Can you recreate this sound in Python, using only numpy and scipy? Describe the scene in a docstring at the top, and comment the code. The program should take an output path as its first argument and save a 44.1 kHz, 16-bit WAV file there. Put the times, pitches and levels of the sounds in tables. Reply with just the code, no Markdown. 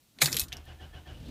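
"""Keys clash and jingle in a car's ignition as the lock clunks over, about an arm's length away.
One microphone at the driver's seat, inside the quiet cabin. Each click sets the hanging keys ringing;
the starter then cranks the engine through five compression strokes, its gears grinding and whining
under the load, and the first firings rumble in the cabin."""
import sys
import numpy as np
from scipy import signal
from scipy.fft import rfft, irfft
from scipy.io import wavfile

SR = 44100
rng = np.random.default_rng(int(sys.argv[2]) if len(sys.argv) > 2 else 0)


def unload_wav(signal):
    """Save mono or channel-first audio to the path in sys.argv[1] as 16-bit WAV at rate SR, clipped to [-1, 1]."""
    wavfile.write(
        sys.argv[1],
        SR,
        np.round(np.clip(np.atleast_2d(signal).T, -1, 1) * 32767).astype(np.int16),
    )


N = 57330
T = np.arange(N) / SR
HZ = np.maximum(np.arange(N + 1) * SR / (2 * N), 1)
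LOCK_S, STARTER_S, CATCH_S = 0.2212, 0.341, 1.089
REST_S, REST_DAMP_S = 0.44, 0.027  # the bunch settles and the keys mute each other

# Key and lock clicks, close by: start_s, level_db, low_edge_hz, resonance_hz, boost_db,
# tilt_db_per_octave, contact_s, ring_db, struck_key_hz
KEY_CLICKS = [(.1868, -40, 1490, 3920, 8, -8, 0.0032, -40, 3887),
              (0.2185, -16.5, 500, 4380, -23, -25, 0.00083, 2, 6700),
              (.2433, -21, 1500, 4400, 7, 4, 0.0015, -16, 9008),
              (.2583, -13, 905, 4600, 12, -3, 0.00065, 1, 4580),
              (0.2779, -31, 1190, 1820, 4, -15, 0.0079, -21, 2460),
              (.308, -36, 5000, 9000, 8, 4, .0008, -7, 11545),
              (0.319, -34, 4000, 5000, 17, -2, 0.004, 2, 4480),
              (0.3283, -18, 4000, 5500, 5.5, -4, 0.001, -10, 11545),
              (.344, -27, 2600, 3300, 3, -7.5, 0.00069, 0, 11545),
              (0.355, -32, 3500, 5500, -11, -5.5, 0.0016, -2.5, 5636),
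              (0.3674, -12.5, 1860, 3600, 5, -2, 0.00057, -9, 11545),
              (.3868, -24.5, 2480, 3680, 7, 0.5, 0.0016, -33, 7940),
              (0.3959, -14, 3700, 3800, 14.5, 4, 0.00085, -6, 11700),
              (0.403, -23.5, 2500, 9100, 1, 11, 0.0033, 4, 9500),
              (0.415, -29.5, 1800, 3900, 2, 0.5, 0.0037, -15, 9100),
              (0.436, -35, 2530, 5160, 9, -5, 0.00063, -15, 13545),
              (.483, -48, 3000, 5700, 2, -3, 0.0064, -7, 6475),
              (0.5209, -36.5, 1620, 3030, 11, -11.5, 0.0069, -16, 2460),
              (0.5269, -25.5, 2180, 5650, 5.5, -11, 0.00084, -16.5, 12000),
              (0.5687, -39, 4800, 5270, 12, -3, 0.0014, -31, 5636),
              (.6548, -52, 9000, 12300, 2, -2, 0.00057, -27, 13545)]
# Tone shared by the clicks: frequency_hz, level_db
CLICK_SPECTRUM = [(100, -21), (500, -13.5), (1250, -13), (1800, -0.5), (4000, 2.5), (8000, 0),
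                  (12000, -0.5), (16000, -10.5)]
# Modes of the hanging keys: pitch_hz, level_db, t60_s
BUNCH_MODES = [(2576, -6, .13), (3570, -12, 0.083), (4030, -6, 0.043), (4372, -1, 0.053), (5600, -4, .09),
               (6480, -10, 0.083), (6670, -8, 0.063), (7800, -1, 0.058), (9200, -7.5, 0.13),
               (9442, -9.5, .08), (11545, -1, 0.062), (13500, -3.5, 0.17), (15000, -9, .06)]
def keys():
    """Each click is a crack with a short cabin tail; it rings the keys, the struck one most."""
    out = 0
    for start, db, edge_hz, resonance_hz, boost_db, tilt, contact, ring_db, key_hz in KEY_CLICKS:
        burst = crack(start, contact) + noise() * undb(-10.5) * decay(start, 0.057 / np.log(1000))
        octaves = np.log2(HZ / resonance_hz)
        tone_db = curve(CLICK_SPECTRUM) + tilt * np.maximum(octaves, -1)
        tone_db += boost_db * np.exp(-0.5 * (octaves / 0.16) ** 2)
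        # small parts radiate little below their low edge
        tone_db -= 8.5 * (1 - np.tanh(np.log2(HZ / edge_hz) / 0.087)) / 2
        modes = 0
        for hz, mode_db, t60 in BUNCH_MODES:
            scatter, detune = rng.standard_normal(2)
            struck = np.exp(-(10 * np.log(hz / key_hz)) ** 2)
            gain = undb(mode_db + 2.4 * scatter + 12.5 * struck)
            modes += gain * ring(start, hz * (1 + 0.0016 * detune), t60)
        if start < REST_S:
            modes *= swell(0, REST_S, 1, REST_DAMP_S)
        out += undb(db) * (colour(burst, tone_db) + undb(ring_db - 17.5) * modes)
    return out


# Jolts of the swinging bunch: start_s, level_db, decay_s
JOLTS = [(.217, -21, 0.033), (0.317, -40, 0.035), (0.397, -41.5, 0.053)]
# Tone of the jingle: frequency_hz, level_db
JINGLE_SPECTRUM = [(120, -29), (200, -15.5), (1240, -6), (1360, -29), (1630, -7), (3010, -9), (3670, -4),
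                   (8260, -3.5), (11400, -6.5), (15000, -11.5)]
def jingle(contacts_per_s=1500, scatter_db=3.5):
    """Many small contacts between the keys, fading after each jolt and ending as the bunch settles."""
    contacts = (rng.random(N) < contacts_per_s / SR) * np.sign(noise())
    contacts *= undb(scatter_db * np.clip(noise(), -2, 2))
    smear = noise() * decay(0, 0.00089)
    grains = shaped(signal.fftconvolve(contacts, smear)[:N], JINGLE_SPECTRUM)
    swing = sum(undb(db) * decay(start, tau) for start, db, tau in JOLTS)
    return grains * swing * swell(0, REST_S, 1, REST_DAMP_S)


# Tone of the lock's snap: frequency_hz, level_db
LOCK_SPECTRUM = [(59, -20), (100, -33), (383, -18), (524, -8.5), (831, -9.5), (942, -21), (1190, -11.5),
                 (1730, -6.5), (2050, -0.5), (2470, 2), (2690, -10.5), (4090, 2.5), (5480, -13.5),
                 (6620, 2), (7200, -7.5), (8000, -6.5), (15000, -15.5)]
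# Dull knocks in the steering column, just ahead of the seat: start_s, level_db, pitch_hz, rise_s, t60_s
COLUMN_KNOCKS = [(.224, -12, 145, 0.044, 0.13), (.218, -25.5, 515, 0.009, 0.078),
                 (0.22, -36, 294, 0.0013, 0.086), (0.227, -43, 78, .01, 0.202),
                 (.345, -32, 453.8, 0.0082, 0.071), (0.416, -30, 67.3, 0.0095, 0.11),
                 (0.479, -41, 62.3, 0.0045, 0.28)]
def lock():
    """The hand rubs softly on the key, the lock snaps over and the steering column thumps."""
    snap = colour(noise() * swell(LOCK_S, LOCK_S, rise=0.0038, fall=0.007), curve(LOCK_SPECTRUM))
    rub = undb(-52.5) * band(hz=180, width=1100) * hump(0.195, 0.0047)
    knocks = sum(undb(db) * ramp(start, rise) * ring(start, hz, t60)
                 for start, db, hz, rise, t60 in COLUMN_KNOCKS)
    return rub + undb(-14) * snap + knocks


# Compression strokes: start_s, length_s, level_db
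COMPRESSIONS = [(0.515, 0.091, -0.5), (0.661, 0.081, -1), (0.794, 0.076, 0), (0.929, 0.07, 0),
                (1.057, 0.0789, 0)]
def starter():
    """The motor spins up and cranks the engine; each compression loads it and slows it slightly."""
    running = ramp(STARTER_S, 0.15)
    load = undb(-10) * running
    rise_s, fall_s = 0.019, 0.029
    for start, length, db in COMPRESSIONS:
        load += undb(db) * ramp(start, rise_s) * swell(start, start + length - rise_s, rise_s, fall_s)
    speed = 1 - 0.0065 * load
    return growl() + gears(load, speed) + whine(running, speed) + body(load)


# The starter engaging, heard from the seat: frequency_hz, level_db
GROWL_SPECTRUM = [(25, -13), (50, -6), (130, 1), (200, -3), (300, -3.5), (450, -13), (700, -23.5),
                  (1500, -15), (3000, -58)]
def growl():
    """A low growl swells and dies as the starter engages and takes up the load."""
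    envelope = ramp(0.14, 0.14) * swell(STARTER_S, STARTER_S, rise=0.15, fall=0.084)
    return undb(-40.5) * shaped(noise(), GROWL_SPECTRUM) * envelope


# Gear noise as it reaches the cabin: frequency_hz, level_db
GEAR_SPECTRUM = [(60, -23.5), (130, 8.5), (200, -6), (320, -3), (450, -9.5), (700, -8), (900, -10.5),
                 (1150, -14.5), (1550, -12.5), (2200, -16), (3000, -13), (3800, -18.5), (6000, -26.5),
                 (12000, -45)]
def gears(load, speed, tooth_hz=194, depth=0.16):
    """The gears grind louder under load, pulsing as the teeth mesh."""
    teeth = 1 + depth * np.sin(phase(tooth_hz * speed))
    return undb(-53.5) * load * shaped(noise() * teeth, GEAR_SPECTRUM)


# Starter resonances: pitch_hz, width_hz, level_db, delay_into_stroke_s, spread_s
STARTER_RESONANCES = [(1780, 30.4, -57, 0.0089, 0.0052), (745, 59.3, -60.5, 0.035, 0.023),
                      (2973, 122.4, -56.5, 0.042, 0.011), (1583, 177, -61.5, 0.047, 0.014),
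                      (3290, 206, -61.5, 0.024, 0.014), (2520, 123, -70.5, 0.021, 0.01)]
def whine(running, speed, coast_gain=0.089):
    """The starter's wavering resonances flare on each stroke and carry on faintly in between."""
    out = 0
    for hz, width, db, delay, spread in STARTER_RESONANCES:
        flares = sum(undb(level) * hump(start + delay, spread) for start, _, level in COMPRESSIONS)
        tone = np.sqrt(2) * np.sin(phase(hz * speed + width / 2 * band(0, 2 * width)))
        out += undb(db) * tone * (flares + coast_gain * running)
    return out


def body(load, boom_hz=76, lag_s=0.0073, waver=0.011):
    """The car's body booms just after each compression, over a steady low shake."""
    push = np.interp(T - lag_s, T, load)
    angle = phase(boom_hz * (1 + waver * band(hz=4.2, width=4.2)))
    boom = np.sqrt(2) * (np.sin(angle) + undb(-22) * np.sin(2 * angle))
    shake = undb(-55) * ramp(LOCK_S, 0.1) * band(hz=47, width=42)
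    return undb(-50) * push * boom + shake


# First firings, muffled at the seat: frequency_hz, level_db
FIRING_SPECTRUM = [(25, -11), (45, -7), (100, 4), (140, 4), (190, -6.5), (240, -4), (380, -17),
                   (580, -14.5), (900, -27.5), (1900, -32), (2900, -25), (12000, -45)]
def engine(firing_hz=35.8, puff_decay_s=0.02, throb_hz=43.8, climb_hz_per_s=106):
    """The engine catches: puffs grow quickly, the body throbs at a rising pitch and the cabin drones."""
    age = np.maximum(T - CATCH_S, 0)
    puffs = unit(0.5 + np.exp(-(age % (1 / firing_hz)) / puff_decay_s))
    rumble = undb(-49 + 41.5 * age) * shaped(noise() * puffs, FIRING_SPECTRUM)
    throb = undb(-49 + 26 * age) * np.sin(2 * np.pi * (throb_hz + climb_hz_per_s * age / 2) * age)
    drone = undb(-39.5) * band(hz=255, width=130) * swell(1.312, 1.312, rise=0.026, fall=1)
    return (rumble + throb) * ramp(CATCH_S, 0.03) + drone


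def overrun():
    """The starter gives a last whine, and its gears rasp as the engine overruns it."""
    rasp = undb(-60) * band(hz=3700, width=1500) * hump(1.275, 0.02)
    last_whine = undb(-60.5) * band(hz=2910, width=200) * hump(1.143, 0.03)
    return rasp + last_whine


# Room tone at the seat: frequency_hz, level_db
CABIN_SPECTRUM = [(18, -28), (30, -8), (129, 1), (460, -12.5), (1560, -20), (4090, -14), (4780, -17),
                  (6530, -17.5), (15000, -19.5)]
def cabin():
    """A faint, steady rumble and hiss around the microphone."""
    return undb(-65.5) * shaped(noise(), CABIN_SPECTRUM)


def undb(db):
    """Decibels to gain."""
    return 10 ** (np.asarray(db) / 20)


def unit(x):
    """Scale to rms 1."""
    return x / np.sqrt(np.mean(x ** 2))


def noise():
    """White noise."""
    return rng.standard_normal(N)


def curve(points):
    """(Hz, dB) points to dB at every frequency."""
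    hz, db = np.array(points).T
    return np.interp(np.log(HZ), np.log(hz), db)


def colour(x, db):
    """Causal filter with the given dB response, scaled to keep the power of white noise."""
    cepstrum = irfft(np.log(unit(undb(db))))
    cepstrum[1:N] *= 2
    cepstrum[N + 1:] = 0
    return irfft(rfft(x, 2 * N) * np.exp(rfft(cepstrum)))[:N]


def shaped(x, points):
    """Filter through (Hz, dB) points, rms 1."""
    return unit(colour(x, curve(points)))


def band(hz, width):
    """Noise ringing in one resonance, rms 1."""
    return unit(irfft(rfft(rng.standard_normal(2 * N)) / (1 + (2 * (HZ - hz) / width) ** 2))[:N])


def phase(hz):
    """Running phase of a changing pitch."""
    return 2 * np.pi * np.cumsum(hz) / SR


def crack(start, contact):
    """A short random burst with a flat spectrum, so that every blow is equally bright."""
    burst = rfft(noise() * decay(start, contact))
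    return irfft(burst / np.abs(burst), N) * (T >= start) * np.sqrt(contact * SR / 2)


def ring(start, hz, t60):
    """One struck mode."""
    return decay(start, t60 / np.log(1000)) * np.sin(2 * np.pi * hz * (T - start))


def decay(start, tau):
    """A step that dies away."""
    return (T >= start) * np.exp(-np.maximum(T - start, 0) / tau)


def swell(start, end, rise, fall):
    """Exponential rise up to start, hold, exponential fall from end."""
    return np.exp(np.minimum(T - start, 0) / rise - np.maximum(T - end, 0) / fall)


def ramp(start, length):
    """A linear fade-in."""
    return np.clip((T - start) / length, 0, 1)


def hump(centre, spread):
    """A bell-shaped swell."""
    return np.exp(-0.5 * ((T - centre) / spread) ** 2)


def scene():
    """Keys, lock, starter and engine over the quiet of the cabin, in mono from the driver's seat."""
    return (cabin() + keys() + jingle() + lock() + starter() + engine() + overrun())[None]


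def record(dry, low_hz=28.3, top_hz=15450):
    """The recorder cuts the deepest bass and the top."""
    thin = signal.sosfilt(signal.butter(2, low_hz, "high", fs=SR, output="sos"), dry)
    return signal.sosfilt(signal.ellip(10, 0.2, 80, top_hz, fs=SR, output="sos"), thin)


dry = scene()
out = record(dry)
unload_wav(out)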